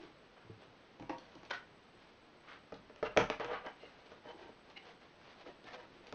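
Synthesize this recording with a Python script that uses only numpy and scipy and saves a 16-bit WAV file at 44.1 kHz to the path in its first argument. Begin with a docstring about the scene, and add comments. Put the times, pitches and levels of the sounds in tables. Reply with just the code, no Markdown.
"""A hollow cardboard groan from a game box opens over quiet room air; soft rubs, an arm's bumps and knocks follow.
A game board is then tapped, dropped on its edge, dragged and unfolded at a cloth-covered table.
Blows mix decaying modes, noise bursts and a table thud; friction is random slips ringing modes or shaped to hiss.
Most sources get a short diffuse room tail; a dull microphone and two faint electrical tones finish the sound."""
import sys
import numpy as np
from scipy import signal
from scipy.fft import rfft, irfft, next_fast_len
from scipy.io import wavfile
from scipy.ndimage import uniform_filter1d, map_coordinates

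SR = 44100
rng = np.random.default_rng(int(sys.argv[2]) if len(sys.argv) > 2 else 0)


def unload_wav(signal):
    """Save mono or channel-first audio to the path in sys.argv[1] as 16-bit WAV at rate SR, clipped to [-1, 1]."""
    wavfile.write(
        sys.argv[1],
        SR,
        np.round(np.clip(np.atleast_2d(signal).T, -1, 1) * 32767).astype(np.int16),
    )


N = 270979
TIME = np.arange(N) / SR  # s
RING = SR // 2  # samples in one half-second sound

# Bright noise of a hard contact, also of finger slips: pitch_hz, level_db (dB per Hz)
CLICK_SPECTRUM = [(100, -23.5), (700, 4), (1400, 1), (2200, 3.5), (3100, 3), (4200, -11.5), (5600, -9),
                  (7000, -9.5), (10000, -11)]


def amp(db):
    """Decibels to linear gain."""
    return 10 ** (np.asarray(db) / 20)


def unit(x):
    """x scaled to rms 1."""
    return x / np.sqrt(np.mean(x ** 2) + 1e-20)


def between(ends, share):
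    """The value a share of the way from one end to the other."""
    return ends[0] + share * (ends[1] - ends[0])


def along(points, hz):
    """Values read from (Hz, value) points on a log frequency axis."""
    point_hz, value = np.transpose(points)
    return np.interp(np.log(hz + 1), np.log(point_hz + 1), value)


def coloured(x, spectrum):
    """x through a smooth (Hz, dB) response."""
    size = next_fast_len(len(x) + 2048)
    gain = amp(along(spectrum, np.fft.rfftfreq(size, 1 / SR)))
    return irfft(rfft(x, size) * gain, size)[:len(x)]


def noise(spectrum, size):
    """Coloured noise of rms 1."""
    return unit(coloured(rng.standard_normal(size), spectrum))


def wobble(rate):
    """A smooth random curve with rate knots a second."""
    knots = rng.standard_normal(int(N * rate / SR) + 4)
    return map_coordinates(knots, [TIME * rate], order=2)


def dying(t60):
    """An exponential decay that falls 60 dB in t60 seconds."""
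    return amp(-60 * TIME[:RING] / t60)


def ring(modes, scatter_db, detune):
    """A body's modes after one push; grip and contact point vary each mode's strength and pitch."""
    out = np.zeros(RING)
    for k, (hz, db, t60) in enumerate(modes):
        strength, shift = rng.standard_normal(2)
        tone = np.sin(2 * np.pi * hz * (1 + detune * shift) * TIME[:RING])
        out += (-1) ** k * amp(db + scatter_db * strength) * dying(t60) * tone
    return out


def in_room(x, wet_db):
    """x plus a diffuse noise tail from the walls, which builds up after a few milliseconds."""
    # Decay of the room: pitch_hz, t60_s
    room_decay = [(100, 0.47), (450, 0.24), (2500, 0.25), (7000, 0.25)]
    # Tone of what the walls send back: pitch_hz, level_db
    wall_tone = [(80, 0), (450, -7), (1000, 2), (3000, 0), (8000, -1)]
    hz, t, bands = signal.stft(rng.standard_normal(RING), SR, nperseg=256)
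    decay = amp(-60 * t / along(room_decay, hz)[:, None])
    tail = signal.istft(bands * decay, SR, nperseg=256)[1][:RING]
    tail = coloured(tail, wall_tone) * (1 - dying(0.051)) ** 2
    return x + amp(wet_db) * signal.fftconvolve(x, tail / np.linalg.norm(tail))[:len(x)]


def slips(rate, spread_db):
    """Stick and slip of paper fibres: tiny pushes of uneven size at random times, rate a second, rms 1."""
    size = amp(spread_db * rng.standard_normal(RING)) * rng.choice([-1, 1], RING)
    return unit((rng.random(RING) < rate / SR) * size)


def rubbed(modes, rate, spread_db, detune):
    """Friction ringing a set of modes, rms 1."""
    body = ring(modes, scatter_db=2.0, detune=detune)
    return unit(signal.fftconvolve(slips(rate, spread_db), body)[:RING])


def rasp(spectrum, rate, spread_db):
    """Fine slips shaped by a surface's spectrum, rms 1."""
    return unit(coloured(slips(rate, spread_db), spectrum))


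def swells(rows, friction, wet_db):
    """Strokes that grow and fade evenly, each with new friction and a new room tail."""
    out = np.zeros(N + 3 * RING)
    from_peak_s = TIME[:RING] - RING / SR / 2
    for peak_s, swell_s, *controls in rows:
        stroke = np.exp(-(from_peak_s / swell_s) ** 2) * friction(*controls)
        start = max(round(peak_s * SR), 0)
        out[start:][:2 * RING] += in_room(np.pad(stroke, (0, RING)), wet_db)
    return out[RING // 2:][:N]  # puts the middle of each stroke on its peak time


def background():
    """Steady room air as coloured noise."""
    # Room air: pitch_hz, level_db (dB per Hz)
    air = [(20, -6.5), (45, -5), (100, -3), (190, 0.5), (450, 0.5), (900, -4.5), (1600, -7.5),
           (3000, -11.5), (4500, -16.5), (6000, -24.5), (10000, -24.5)]
    return amp(-62.5) * noise(air, N)


def electrical_whine():
    """Two faint high tones share one random amplitude and phase, so they flicker together."""
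    # Electrical tones: pitch_hz, level_db
    tones = [(7870, -92.5), (8129, -93.5)]
    real, imaginary = rng.standard_normal((2, N))
    flicker = signal.fftconvolve(real + 1j * imaginary, dying(0.099))[:N]
    phase = np.angle(flicker)
    both = sum(amp(db) * np.sin(2 * np.pi * hz * TIME + phase) for hz, db in tones)
    return unit(np.abs(flicker)) * both


def rustling():
    """Fingers shift on the held board: faint random slips with a wandering level."""
    held_from_s, slips_per_s = 5.3, 32  # held to the end
    held = uniform_filter1d(1.0 * (TIME > held_from_s), size=4096)
    pushes = (rng.random(N) < slips_per_s / SR) * rng.uniform(-0.78, 1, N)
    crackle = coloured(pushes, CLICK_SPECTRUM)
    return held * amp(-74.5 + 4.6 * wobble(14)) * unit(in_room(crackle, wet_db=-6.5))


def bumping():
    """An arm leans on the table; its soft, slow push reaches only the frame's low modes."""
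    # Soft bumps: start_s, level_db
    bumps = [(.446, -55), (0.496, -44), (0.574, -57), (0.677, -60.5), (1.951, -65)]
    # Modes of the table frame: pitch_hz, level_db, t60_s
    frame = [(108, -3, 0.3), (175, -3.5, 0.11), (208, -9.5, 0.12), (341, 2, 0.043), (442, -6.5, 0.16)]
    out = np.zeros(N + RING)
    for start_s, db in bumps:
        soft_onset = 1 - dying(0.021)
        out[round(start_s * SR):][:RING] += amp(db) * ring(frame, scatter_db=1.0, detune=0.021) * soft_onset
    return out[:N]


def ticking():
    """A nail or corner ticks on the card, a short noise burst too light to ring it."""
    # Ticks: start_s, level_db
    ticks = [(1.184, -50), (1.353, -54), (1.451, -54), (2.742, -53), (4.7, -55), (5.642, -54.5),
             (6.069, -49)]
    # Noise of a tick: pitch_hz, level_db (dB per Hz)
    nail = [(300, -18), (2000, -1), (4000, 3.5), (6000, -6), (10000, -3.5)]
    out = np.zeros(N + RING)
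    for start_s, db in ticks:
        tick = amp(db) * noise(nail, RING) * dying(0.027)
        out[round(start_s * SR):][:RING] += in_room(tick, wet_db=-2.5)
    return out[:N]


def hissing():
    """Fine slips hiss at the card's face, rms 1."""
    # Hiss of the face: pitch_hz, level_db (dB per Hz)
    hiss = [(60, -33.5), (250, -2), (700, 5), (1300, 0.5), (2000, -1.5), (3100, -2.5), (4200, -6.5),
            (6000, -16.5), (10000, -17)]
    return rasp(hiss, rate=2200, spread_db=3.5)


def bending():
    """Coarse slips bend the whole board and ring its modes, rms 1."""
    # Modes of the board bending as its edge is dragged: pitch_hz, level_db, t60_s
    flex = [(286, -15.5, 0.049), (481, 0.5, 0.16), (608, 0.5, 0.089), (786, 3, 0.042), (954, -3.5, 0.071),
            (1252, -10, 0.079), (1564, -7, 0.062), (1947, -2.5, 0.02), (2610, -11.5, 0.018),
            (2996, -13.5, 0.081)]
    return rubbed(flex, rate=820, spread_db=2.0, detune=0.02)


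def grinding():
    """Fine slips at the cut edge grind, with some hiss from the face beside it."""
    # Grit of the cut edge: pitch_hz, level_db (dB per Hz)
    grit = [(100, -23), (400, -29), (800, -4.5), (1250, 8), (1800, 2.5), (3200, -5.5), (4200, -12.5),
            (6000, -49), (10000, -39)]
    return rasp(grit, rate=2000, spread_db=3.5) + amp(-11.5) * hissing()


def creaking():
    """The paper hinge slips in raspy creaks, cardboard panels groan and the glossy face squeaks."""
    # Creaks of the fold: peak_s, swell_s (to 1/e), level_db
    creaks = [(3.066, 0.017, -49.5), (3.84, 0.043, -58.5), (4.774, 0.0086, -45.5)]
    # Hollow groans of rubbed or flexed cardboard, the first from the box: peak_s, swell_s (to 1/e), level_db
    groans = [(.035, 0.054, -54), (4.42, 0.087, -57.5), (5.475, 0.028, -55), (5.94, 0.078, -60)]
    # Squeaks of the glossy face as the board opens: peak_s, swell_s (to 1/e), level_db
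    squeaks = [(5.69, 0.024, -57.5)]
    # Modes of the paper hinge: pitch_hz, level_db, t60_s
    fold = [(1800, -13, 0.017), (2090, 1, .035), (2820, 8.5, 0.029), (3000, -14, .018), (4110, 2, 0.01)]
    # Modes of a rubbed or flexed cardboard panel: pitch_hz, level_db, t60_s
    panel = [(298, -1.5, 0.045), (331, 6.5, 0.025), (471, -4, 0.018)]
    # Modes of the squeaking face: pitch_hz, level_db, t60_s
    gloss = [(1776, 4, .08), (2200, -0.5, 0.21), (5240, -15, .12)]

    def creak(db):
        return amp(db) * (rubbed(fold, rate=2400, spread_db=1.5, detune=0.015) + amp(-8) * hissing())

    def groan(db):
        return amp(db) * (rubbed(panel, rate=360, spread_db=2.5, detune=0.017) + amp(-5) * hissing())

    def squeak(db):
        return amp(db) * rubbed(gloss, rate=1600, spread_db=4.5, detune=0.0016)

    out = swells(creaks, creak, wet_db=-8)
    out += swells(groans, groan, wet_db=-6.5)
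    return out + swells(squeaks, squeak, wet_db=-1)


def scraping():
    """Card scrapes along the box, and its stiff wall sings under the short rasp."""
    # Scrapes: peak_s, swell_s (to 1/e), level_db
    scrapes = [(1.514, 0.0087, -39), (1.541, .022, -40.5)]
    # Modes of the box wall: pitch_hz, level_db, t60_s
    box_wall = [(560, -3, 0.061), (1080, -9.5, 0.059), (1180, -15, .05), (1480, 3.5, 0.031),
                (1650, -6, 0.03), (1875, 1, 0.024), (2100, -10.5, 0.058), (3120, -5.5, 0.03)]

    def scrape(db):
        singing = rubbed(box_wall, rate=2000, spread_db=1.5, detune=0.0033)
        return amp(db) * (amp(-2.5) * singing + amp(-6.5) * hissing())

    return swells(scrapes, scrape, wet_db=-6)


def sliding():
    """Speed sets the loudness of a rub and pressure bends the board; the hand is never even."""
    # The board or a hand rubs past: peak_s, swell_s (to 1/e), speed_db, pressure (0-1)
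    strokes = [(.385, 0.017, -70.5, 1), (.635, 0.034, -62.5, 0.49), (1.3, .1, -62, 0.4),
               (1.455, 0.012, -55.5, .3), (1.512, 0.0057, -39.5, 0), (2.04, 0.078, -65, 0),
               (2.52, .06, -61, 0), (3.062, .016, -49, 0.75), (3.85, 0.089, -62, 0.4),
               (4.06, 0.14, -64.5, 0.39), (4.29, 0.034, -57, 0.83), (4.44, 0.067, -64.5, 0.76),
               (4.69, 0.034, -62.5, 0.58), (4.875, 0.05, -59, 0.54), (5.03, 0.03, -59.5, 0),
               (5.27, 0.085, -60.5, .25), (5.4, 0.033, -57, 0.43), (5.495, 0.029, -58.5, 0.77),
               (5.715, 0.055, -54, 0.26), (5.78, 0.054, -60.5, 0.73), (6.085, 0.068, -61.5, 0.5)]
    # The cut edge grinds along: peak_s, swell_s (to 1/e), level_db
    grinds = [(.397, 0.028, -62), (2.515, 0.065, -57.5), (3.065, 0.015, -47.5), (3.553, 0.015, -44)]
    flex_db = (-17.5, 14)  # bending relative to the hiss, at no and at full pressure

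    def rub(speed_db, pressure):
        return amp(speed_db) * (hissing() + amp(between(flex_db, pressure)) * bending())

    def grind(db):
        return amp(db) * grinding()

    uneven_hand = amp(2.8 * wobble(45))
    return (swells(strokes, rub, wet_db=-6) + swells(grinds, grind, wet_db=-5)) * uneven_hand


def dragging():
    """One effort drives the drag: the board bends, and a harder pull grinds its edge more."""
    # The board dragged on its edge: time_s, effort_db
    drag = [(3.405, -38), (3.441, -46), (3.455, -41.5), (3.469, -50.5), (3.537, -40.5), (3.611, -59.5),
            (3.669, -44), (3.74, -74)]
    equal_db = -33.5  # effort at which bending and grinding get the same gain
    grind_growth = 1.66  # dB of grinding per dB of effort
    time_s, effort_points_db = np.transpose(drag)
    effort_db = np.interp(time_s[0] + TIME[:RING], time_s, effort_points_db, right=-120)
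    grind_db = equal_db + grind_growth * (effort_db - equal_db)
    out = np.zeros(N)
    out[round(time_s[0] * SR):][:RING] = amp(effort_db) * bending() + amp(grind_db) * grinding()
    return amp(1.5) * in_room(out, wet_db=-6)


def blows(hits, modes, clack_t60, click_t60, wet_db):
    """Each blow rings the struck body and the table, with clack and click noise; hardness sets the mix."""
    # Modes of the table top: pitch_hz, level_db, t60_s
    table_top = [(43.8, -20.5, .9), (58.4, -23.5, 0.23), (119, -5.5, 0.22), (164.2, -7.5, 0.23),
                 (196.4, -12.5, 0.36), (261.3, 8.5, 0.055), (281.2, -1.5, 0.16), (318, -3, 0.13)]
    # Noisy clack of card: pitch_hz, level_db (dB per Hz)
    clack_spectrum = [(60, -41), (250, 12), (600, 3.5), (800, 11), (1050, -1.5), (1500, -4.5), (2300, -2.5),
                      (3200, -12.5), (4200, -15.5), (6000, -20), (10000, -44)]
    # Levels relative to the force, for a soft and for a hard contact
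    ring_db, clack_db, click_db = (0, -6), (-7.5, -4), (-31, 6)
    out = np.zeros(N + 2 * RING)
    for start_s, force_db, hardness, thud_db in hits:
        body = amp(between(ring_db, hardness)) * ring(modes, scatter_db=1, detune=.007)
        body *= (1 - dying(0.0028)) ** 2  # cardboard gives way before it rings
        clack = amp(between(clack_db, hardness)) * noise(clack_spectrum, RING) * dying(clack_t60)
        click = amp(between(click_db, hardness)) * noise(CLICK_SPECTRUM, RING) * dying(click_t60)
        thud = amp(thud_db) * ring(table_top, scatter_db=1, detune=.007)
        thud *= 1 - dying(0.15)  # the cloth softens the push
        blow = in_room(body + clack, wet_db) + in_room(click, wet_db=-5) + thud
        out[round(start_s * SR):][:RING] += amp(force_db) * blow
    return out[:N]


def box_knocks():
    """The hand knocks against the box and rings its modes."""
    # Knocks: start_s, force_db, hardness (0-1), thud_db (table, relative to the force)
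    knocks = [(.998, -49.5, 0.82, 8.5), (1.024, -48, 0.74, -11), (1.095, -34, 0.56, -33),
              (1.102, -36, 0.12, -12.5), (1.355, -52.5, .5, 2), (1.432, -53.5, 0.85, -5),
              (1.5, -53.5, 1, -24)]
    # Modes of the box: pitch_hz, level_db, t60_s
    box = [(255, -3.5, 0.049), (324, 4, 0.045), (521, -6, 0.2), (662, -5.5, 0.095), (830, -10, 0.058),
           (945, -6.5, 0.13), (1103, -4.5, 0.036), (1885, -16, 0.06)]
    return blows(knocks, box, clack_t60=0.054, click_t60=0.018, wet_db=-3)


def board_hits():
    """The board, tapped, dropped on its edge and unfolded, rings its modes."""
    # Hits: start_s, force_db, hardness (0-1), thud_db (table, relative to the force)
    hits = [(2.7222, -40.5, .45, -4.5), (2.897, -50, 0.4, -26), (2.961, -51.5, 0.96, -29),
            (3.0275, -29, 0.2, -14.5), (3.1645, -28.5, 0.1, -25), (3.1738, -17, 0.8, -11),
            (3.2, -27, .5, -27), (3.3005, -29.5, 0.92, -24), (3.3985, -31.5, 0.54, -32),
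            (3.4465, -41.5, 0.97, -7), (3.514, -40, 0.06, -15), (3.664, -41, 0.83, -25),
            (3.831, -50.5, 0, -12), (4.118, -48.5, 0.74, -20), (4.254, -53, 0, -2.5),
            (4.489, -50, 0.35, -11), (5.461, -50, 0, -16), (5.642, -57, .8, 4.5),
            (6.126, -41.5, 0.96, -3.5)]
    # Modes of the board on its edge: pitch_hz, level_db, t60_s
    board = [(224, -17.5, 0.096), (335, -17.5, 0.083), (442.3, 1, 0.086), (493.6, -4.5, 0.098),
             (602, 1.5, 0.079), (710, -7, 0.044), (878, -14, 0.099), (980, -23, .15), (1256, 1.5, 0.015),
             (1760, -18, 0.068)]
    return blows(hits, board, clack_t60=0.051, click_t60=0.0073, wet_db=-3)


def scene():
    """Friction, bumps, ticks and blows over the air of the room."""
    friction = amp(-2.0) * (rustling() + creaking() + scraping() + sliding() + dragging())
    return (background() + bumping() + ticking() + friction + box_knocks() + board_hits())[None]


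def record(dry):
    """A dull microphone adds the electrical whine, and a sharp band limit ends the treble."""
    # Treble response of the microphone: pitch_hz, level_db
    microphone = [(6000, 0.5), (6700, -7.5), (7300, -19), (8200, -32.5), (9500, -19.5), (10500, -28.5)]
    top_hz = 10500
    x = coloured(dry[0], microphone) + electrical_whine()
    passed = np.fft.rfftfreq(N, 1 / SR) < top_hz
    return irfft(rfft(x) * passed, N)[None]


dry = scene()
out = record(dry)
unload_wav(out)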